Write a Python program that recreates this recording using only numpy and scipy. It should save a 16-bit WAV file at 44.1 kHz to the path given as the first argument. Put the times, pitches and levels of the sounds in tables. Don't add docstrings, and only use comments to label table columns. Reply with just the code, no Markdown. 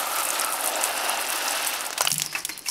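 import sys
import numpy as np
from scipy import signal
from scipy.fft import rfft, irfft
from scipy.io import wavfile
from scipy.ndimage import uniform_filter1d

SR = 44100
rng = np.random.default_rng(int(sys.argv[2]) if len(sys.argv) > 2 else 0)


def materialize(psi):
    bounded = np.clip(np.atleast_2d(psi).T, -1, 1)
    quanta = np.round(bounded * 32767).astype(np.int16)
    wavfile.write(sys.argv[1], SR, quanta)


N = 119070
TIME_S = np.arange(N) / SR
FREQ_HZ = np.maximum(np.arange(N // 2 + 1) * SR / N, 1)
DROP_LOW_HZ, TOP_HZ = 394, 15600


def amp(db):
    return 10 ** (np.asarray(db, float) / 20)


def unit(x):
    return x / np.sqrt(np.mean(x ** 2) + 1e-20)


def spectrum(points):
    hz, db = np.array(sorted(map(tuple, points)), float).T
    return amp(np.interp(np.log(FREQ_HZ), np.log(hz), db))


def peak(detuning):
    return 1 / (1 + detuning ** 2)


def colour(x, gain):
    cepstrum = irfft(np.log(gain + gain.max() * 1e-5), N)
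    cepstrum[1:N // 2] *= 2
    cepstrum[N // 2 + 1:] = 0
    response = irfft(np.exp(rfft(cepstrum)), N)[:4096]
    return signal.fftconvolve(x, response)[:N]


def noise(gain):
    return unit(irfft(rfft(rng.standard_normal(N)) * gain, N))


def fade(start, decay):
    age = TIME_S - start
    return (age >= 0) * np.exp(-np.maximum(age, 0) / max(decay, 1e-4))


def burst(start, decay, gain):
    envelope = fade(start, decay)
    x = noise(gain) * envelope
    return x * np.sqrt(np.sum(envelope ** 2) / (np.sum(x ** 2) + 1e-20))


def damped_mode(start, hz, db, decay, rise_s):
    envelope = fade(start, decay) * (1 - fade(start, rise_s))
    return amp(db) * envelope * np.sin(2 * np.pi * hz * (TIME_S - start))


def wander(rate_hz):
    hold = int(SR / rate_hz)
    steps = np.repeat(rng.standard_normal(N // hold + 1), hold)
    return 1.3 * uniform_filter1d(uniform_filter1d(steps, hold), hold)[:N]


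def patter(rate, spread_db, decay):
    size = amp(spread_db * np.minimum(rng.exponential(size=N), 6))
    impacts = size * (rng.random(N) < rate / SR)
    power = signal.lfilter([1], [1, -np.exp(-2 / (decay * SR))], impacts ** 2)
    return unit(np.sqrt(power) * rng.standard_normal(N))


def pitched_patter(edges_hz, rate, spread_db, decay, pitches=3, width_octaves=0.51):
    centres = np.geomspace(*edges_hz, 2 * pitches + 1)[1::2]
    bands = peak(np.log2(FREQ_HZ / centres[:, None]) / width_octaves) ** 2
    bands = bands / np.sqrt(np.sum(bands ** 2, axis=0))
    return sum(colour(patter(rate, spread_db, decay), band) for band in bands)


# frequency_hz, relative_db
AIR_SPECTRUM = [(20, -4), (52, 4), (100, -3.5), (320, 5), (1000, -6.5), (15000, -39)]
def garden_air():
    return amp(-55.5) * noise(spectrum(AIR_SPECTRUM))


def yard_reflections(direct):
    response = rng.standard_normal(N) * fade(start=0.0019, decay=0.036)
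    response /= np.sqrt(np.sum(response ** 2))
    return amp(-18) * signal.fftconvolve(direct, response)[:N]


# start_s, pitch_hz, level_db, decay_s, width_hz
BUBBLES = [(2.023, 5900, -25.5, 0.01, 400), (2.27, 5100, -40, .07, 350), (2.514, 4200, -37.5, 0.043, 130)]
def bubbles():
    return sum(amp(db) * burst(start, decay, peak(2 * (FREQ_HZ - hz) / width))
               for start, hz, db, decay, width in BUBBLES)


# start_s, pitch_hz, level_db, decay_s
PLINK_MODES = [(2.008, 990, -17, 0.0051), (2.01, 1440, -19.5, 0.0068), (2.0727, 2920, -8.5, 0.0031),
               (2.3497, 2614, -17, 0.0082), (2.358, 1150, -33, 0.02), (2.495, 2100, -29, 0.0092),
               (2.496, 331, -37.5, 0.018), (2.661, 2693, -24, 0.0055), (2.672, 2250, -26.5, 0.0075),
               (2.685, 992, -33.5, 0.018)]
def plinks():
    return sum(damped_mode(*mode, rise_s=0.00035) for mode in PLINK_MODES)


# start_s, level_db, decay_s,
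# tilt_db_per_octave
SHELL_KNOCKS = [(2.327, -29.5, 0.012, 4), (2.3498, -26, 0.033, 1), (2.4922, -24.5, 0.011, 4.5),
                (2.659, -34.5, 0.036, 5)]
# frequency_hz, relative_db
SHELL_SPECTRUM = [(120, -33), (330, 1), (480, -12), (700, 1), (1150, 0.5), (1450, -2), (2050, 2.5),
                  (2900, -5.5), (3700, -12.5), (5300, -10), (8000, -17.5), (12000, -16.5), (15000, -34)]
def waterer_knocks():
    shell = spectrum(SHELL_SPECTRUM)
    return sum(amp(db) * burst(start, decay, shell * amp(tilt * np.log2(FREQ_HZ)))
               for start, db, decay, tilt in SHELL_KNOCKS)


# start_s, gain_db
BODY_THUMPS = [(2.04, -11.5), (2.121, 1)]
# pitch_hz, relative_db, decay_s
BODY_MODES = [(150.5, -34, 0.077), (172, -37, 0.053), (190, -39, 0.042), (263, -41, 0.026)]
def waterer_thumps():
    return sum(damped_mode(start, hz, gain_db + db, decay, rise_s=0.0048)
               for start, gain_db in BODY_THUMPS for hz, db, decay in BODY_MODES)


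# start_s, decay_ms, thud_db, clack_db, snap_db, fizz_db
LAST_DROPS = [(1.8644, 3.4, -35, -53, -28, -19.5), (1.9055, 0.66, -20, -37, -16, -25),
              (1.9286, 5.8, -30.5, -26, -26.5, -27), (1.9776, 7.5, -29, -22, -22, -21),
              (2.0076, 2.7, -15, -21, -10.5, -12), (2.0174, 2, -29, -22, -14, -12.5),
              (2.0513, 3.3, -19.5, -25, -18, -14), (2.0729, 3.6, -23.5, -14.5, -13.5, -33),
              (2.0824, 1, -32, -38, -46, -11.5), (2.103, 3.9, -36, -26, -32, -16.5),
              (2.1165, 1.3, -37, -28, -7.5, -16), (2.1272, 3.9, -57, -36, -24, -15),
              (2.142, 0.84, -55, -33, -22, -9.5), (2.158, 3.8, -51, -26.5, -36, -23),
              (2.1817, 0.77, -59, -28, -19, -7.5), (2.198, 1.7, -41, -20, -20, -17),
              (2.2196, 1.4, -77, -14, -11, -10.5), (2.2613, 2.6, -46, -37, -33, -21.5),
              (2.4496, 4.7, -51, -24.5, -23, -15), (2.5769, 0.89, -46, -34, -37, -20),
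              (2.5922, 0.89, -51, -51, -37, -21), (2.6855, 1.7, -35.5, -44, -11.5, -29)]
# thud_hz, clack_hz, snap_hz, fizz_hz
SLAP_BANDS_HZ = [1000, 2900, 5600, 10000]
def last_drops():
    scatter_db, scatter_s = -14, 0.006
    slaps = 0
    for start, decay_ms, *band_db in LAST_DROPS:
        density_db = np.array(band_db) - 10 * np.log10(SLAP_BANDS_HZ)
        skirts = [(400, density_db[0] - 10), (650, density_db[0] - 5), (15500, density_db[-1] - 10)]
        gain = spectrum([*skirts, *zip(SLAP_BANDS_HZ, density_db)])
        strength = amp(-2.5) * np.sqrt(np.sum(amp(band_db) ** 2))
        impact = burst(start, decay_ms / 1000, gain)
        scatter = amp(scatter_db) * burst(start, scatter_s, gain)
        slaps += strength * (impact + scatter)
    return signal.sosfilt(signal.butter(4, DROP_LOW_HZ, "high", fs=SR, output="sos"), slaps)


# start_s, relative_db, centre_hz, decay_ms
FAT_DROPS = [(0.1868, -13, 9800, 0.84), (0.2333, -15, 10000, 1.2), (0.2883, -15, 8400, 1.6),
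             (0.3048, -8.5, 8200, 0.97), (0.3967, -12.5, 8900, 2.1), (0.4112, -6, 10800, 0.35),
             (0.416, -19, 5200, 3.3), (0.447, -11, 9700, 1.2), (0.5246, -10, 9600, 0.55),
             (0.6093, -13.5, 10200, 1.1), (0.66, -7, 10100, 0.49), (0.674, -15, 9200, 5.5),
             (0.756, -16, 7100, 1.9), (0.812, -14.5, 7860, 1), (0.8328, -13, 10100, 0.76),
             (0.8395, -7, 8400, 1.7), (0.8571, -12, 10000, 0.57), (0.9784, -16.5, 9400, 1.2),
             (1.0957, -11.5, 10100, 1.6), (1.174, -16.5, 7400, 0.98), (1.2126, -13, 10300, 0.62),
             (1.3029, -10, 9400, 0.52), (1.4806, -17, 5700, 3.7), (1.5091, -13.5, 8500, 1.1),
             (1.6479, -11, 9700, 0.5), (1.6721, -11, 9450, 1.3), (1.8085, -12.5, 8300, 0.59)]
def fat_drops(gain_db=-2, width_octaves=0.24):
    return sum(amp(db + gain_db) * burst(start, ms / 1000, peak(np.log2(FREQ_HZ / hz) / width_octaves))
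               for start, db, hz, ms in FAT_DROPS)


# middle_s, half_length_s, pitch_hz, width_hz, level_db
WALL_RESONANCES = [(0.169, 0.038, 1300, 120, -30), (.3, 0.25, 2610, 200, -42.5),
                   (0.494, 0.03, 1300, 130, -31.5), (0.816, 0.14, 680, 282, -32.5),
                   (1.085, .08, 2770, 344, -37.5), (1.135, 0.013, 800, 150, -29),
                   (1.602, 0.017, 2770, 300, -37)]
def pot_walls():
    rate, spread_db, decay, _ = DROP_GRAIN[1]
    bass_cut = 1 / (1 + (DROP_LOW_HZ / FREQ_HZ) ** 6)
    ringing = 0
    for middle, half_length, hz, width, db in WALL_RESONANCES:
        resonance = peak(2 * (FREQ_HZ - hz) / width) ** .75 * bass_cut
        dwell = np.exp(-((TIME_S - middle) / half_length) ** 2 / 2)
        ringing += amp(db) * dwell * unit(colour(patter(rate, spread_db, decay), resonance))
    return ringing


# frequency_hz, relative_db
POT_SPECTRUM = [(100, -40), (205, -28), (340, -13.5), (467, -18), (560, -7), (936, -4.5), (1060, -10),
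                (1200, -4.5), (1320, -3.5), (1480, -10), (2250, -14), (2650, -12.5), (3200, -15),
                (4800, -16.5), (7000, -17), (8770, -13), (12000, -11.5), (15500, -23.5)]
GROUND_SPECTRUM = [(59, -44), (177, -38.5), (270, -9), (467, -13), (589, -4.5), (808, -0.5), (1130, -7),
                   (1310, -3), (1920, -8), (2420, -8.5), (2690, -3.5), (3250, -9), (5870, -10.5),
                   (6810, -15.5), (8770, -11.5), (11500, -13), (15500, -23.5)]
TRICKLE_SPECTRUM = [(100, -6), (220, -3), (330, 2), (480, -8.5), (750, 0), (1500, -1), (2700, 1),
                    (3600, -4.5), (5400, 1.5), (7000, -13), (10500, -12), (13000, -22), (15500, -26)]
def strike_surfaces(drops, band):
    leaves_pots_s, reaches_paving_s, trickles_s, crossfade_s = 0.587, 1.278, 2.104, 0.2
    off_pots, paved, stopped = (np.clip((TIME_S - middle) / crossfade_s + .5, 0, 1)
                                for middle in (leaves_pots_s, reaches_paving_s, trickles_s))
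    paving = [(hz, db - 2 / (1 + (hz / 770) ** 4)) for hz, db in GROUND_SPECTRUM]
    surfaces = [(1 - off_pots, POT_SPECTRUM), (off_pots * (1 - paved), GROUND_SPECTRUM),
                (paved * (1 - stopped), paving), (stopped, TRICKLE_SPECTRUM)]
    return sum(np.sqrt(share) * unit(colour(drops, spectrum(points) * band)) for share, points in surfaces)


# time_s, drum_db, splash_db, fizz_db
FLOW_LEVELS = [(0, -29.5, -30.5, -32), (.07, -32, -35, -36), (.17, -31, -32, -29.5),
               (.3, -32, -33.5, -35.5), (0.431, -28.5, -30.5, -34.5), (.56, -36.5, -39, -37),
               (.66, -33.5, -36.5, -30.5), (.75, -31, -32.5, -35.5), (.88, -31, -32.5, -30),
               (.98, -32, -33, -34.5), (1.1, -28, -31, -34.5), (1.26, -37, -36.5, -37.5),
               (1.45, -29.5, -31, -31), (1.619, -32.5, -30.5, -33), (1.76, -33.5, -33.5, -35),
               (1.85, -34.5, -35, -35.5), (1.92, -40.5, -40, -52), (1.955, -40.5, -42, -45.5),
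               (2.02, -36.5, -37.5, -44.5), (2.13, -53, -46, -41.5), (2.25, -43, -40.5, -35.5),
               (2.3, -50, -42, -46), (2.44, -51.5, -50, -43.5), (2.57, -48.5, -45, -49.5),
               (2.63, -53.5, -52.5, -50), (2.7, -62, -40, -32)]
# drops_per_s_per_pitch, size_spread_db, decay_s, flutter_db
DROP_GRAIN = [(2996, 1.68, 0.00029, 0.42), (2576, 2.2, 0.001, 1), (1214, 3.5, 0.00077, 3)]
def shower():
    drum_top_hz, splash_top_hz = 1822, 6900
    edges_hz = [DROP_LOW_HZ, drum_top_hz, splash_top_hz, TOP_HZ]
    below_splash, below_fizz = (1 / (1 + (FREQ_HZ / hz) ** 8) for hz in (drum_top_hz, splash_top_hz))
    bands = np.sqrt([below_splash, below_fizz * (1 - below_splash), 1 - below_fizz])
    times, *band_db = np.array(FLOW_LEVELS).T
    water = 0
    for k, (rate, spread_db, decay, flutter_db) in enumerate(DROP_GRAIN):
        drops = pitched_patter(edges_hz[k:k + 2], rate, spread_db, decay)
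        level_db = np.interp(TIME_S, times, band_db[k]) + flutter_db * wander(rate_hz=90)
        water += amp(level_db) * strike_surfaces(drops, bands[k])
    return water


def scene():
    water = shower() + pot_walls() + fat_drops() + last_drops() + plinks()
    direct = water + waterer_knocks() + waterer_thumps() + bubbles()
    return (direct + yard_reflections(direct) + garden_air())[None]


def record(dry):
    return signal.sosfilt(signal.ellip(10, .2, 80, TOP_HZ, fs=SR, output="sos"), dry)


dry = scene()
out = record(dry)
materialize(out)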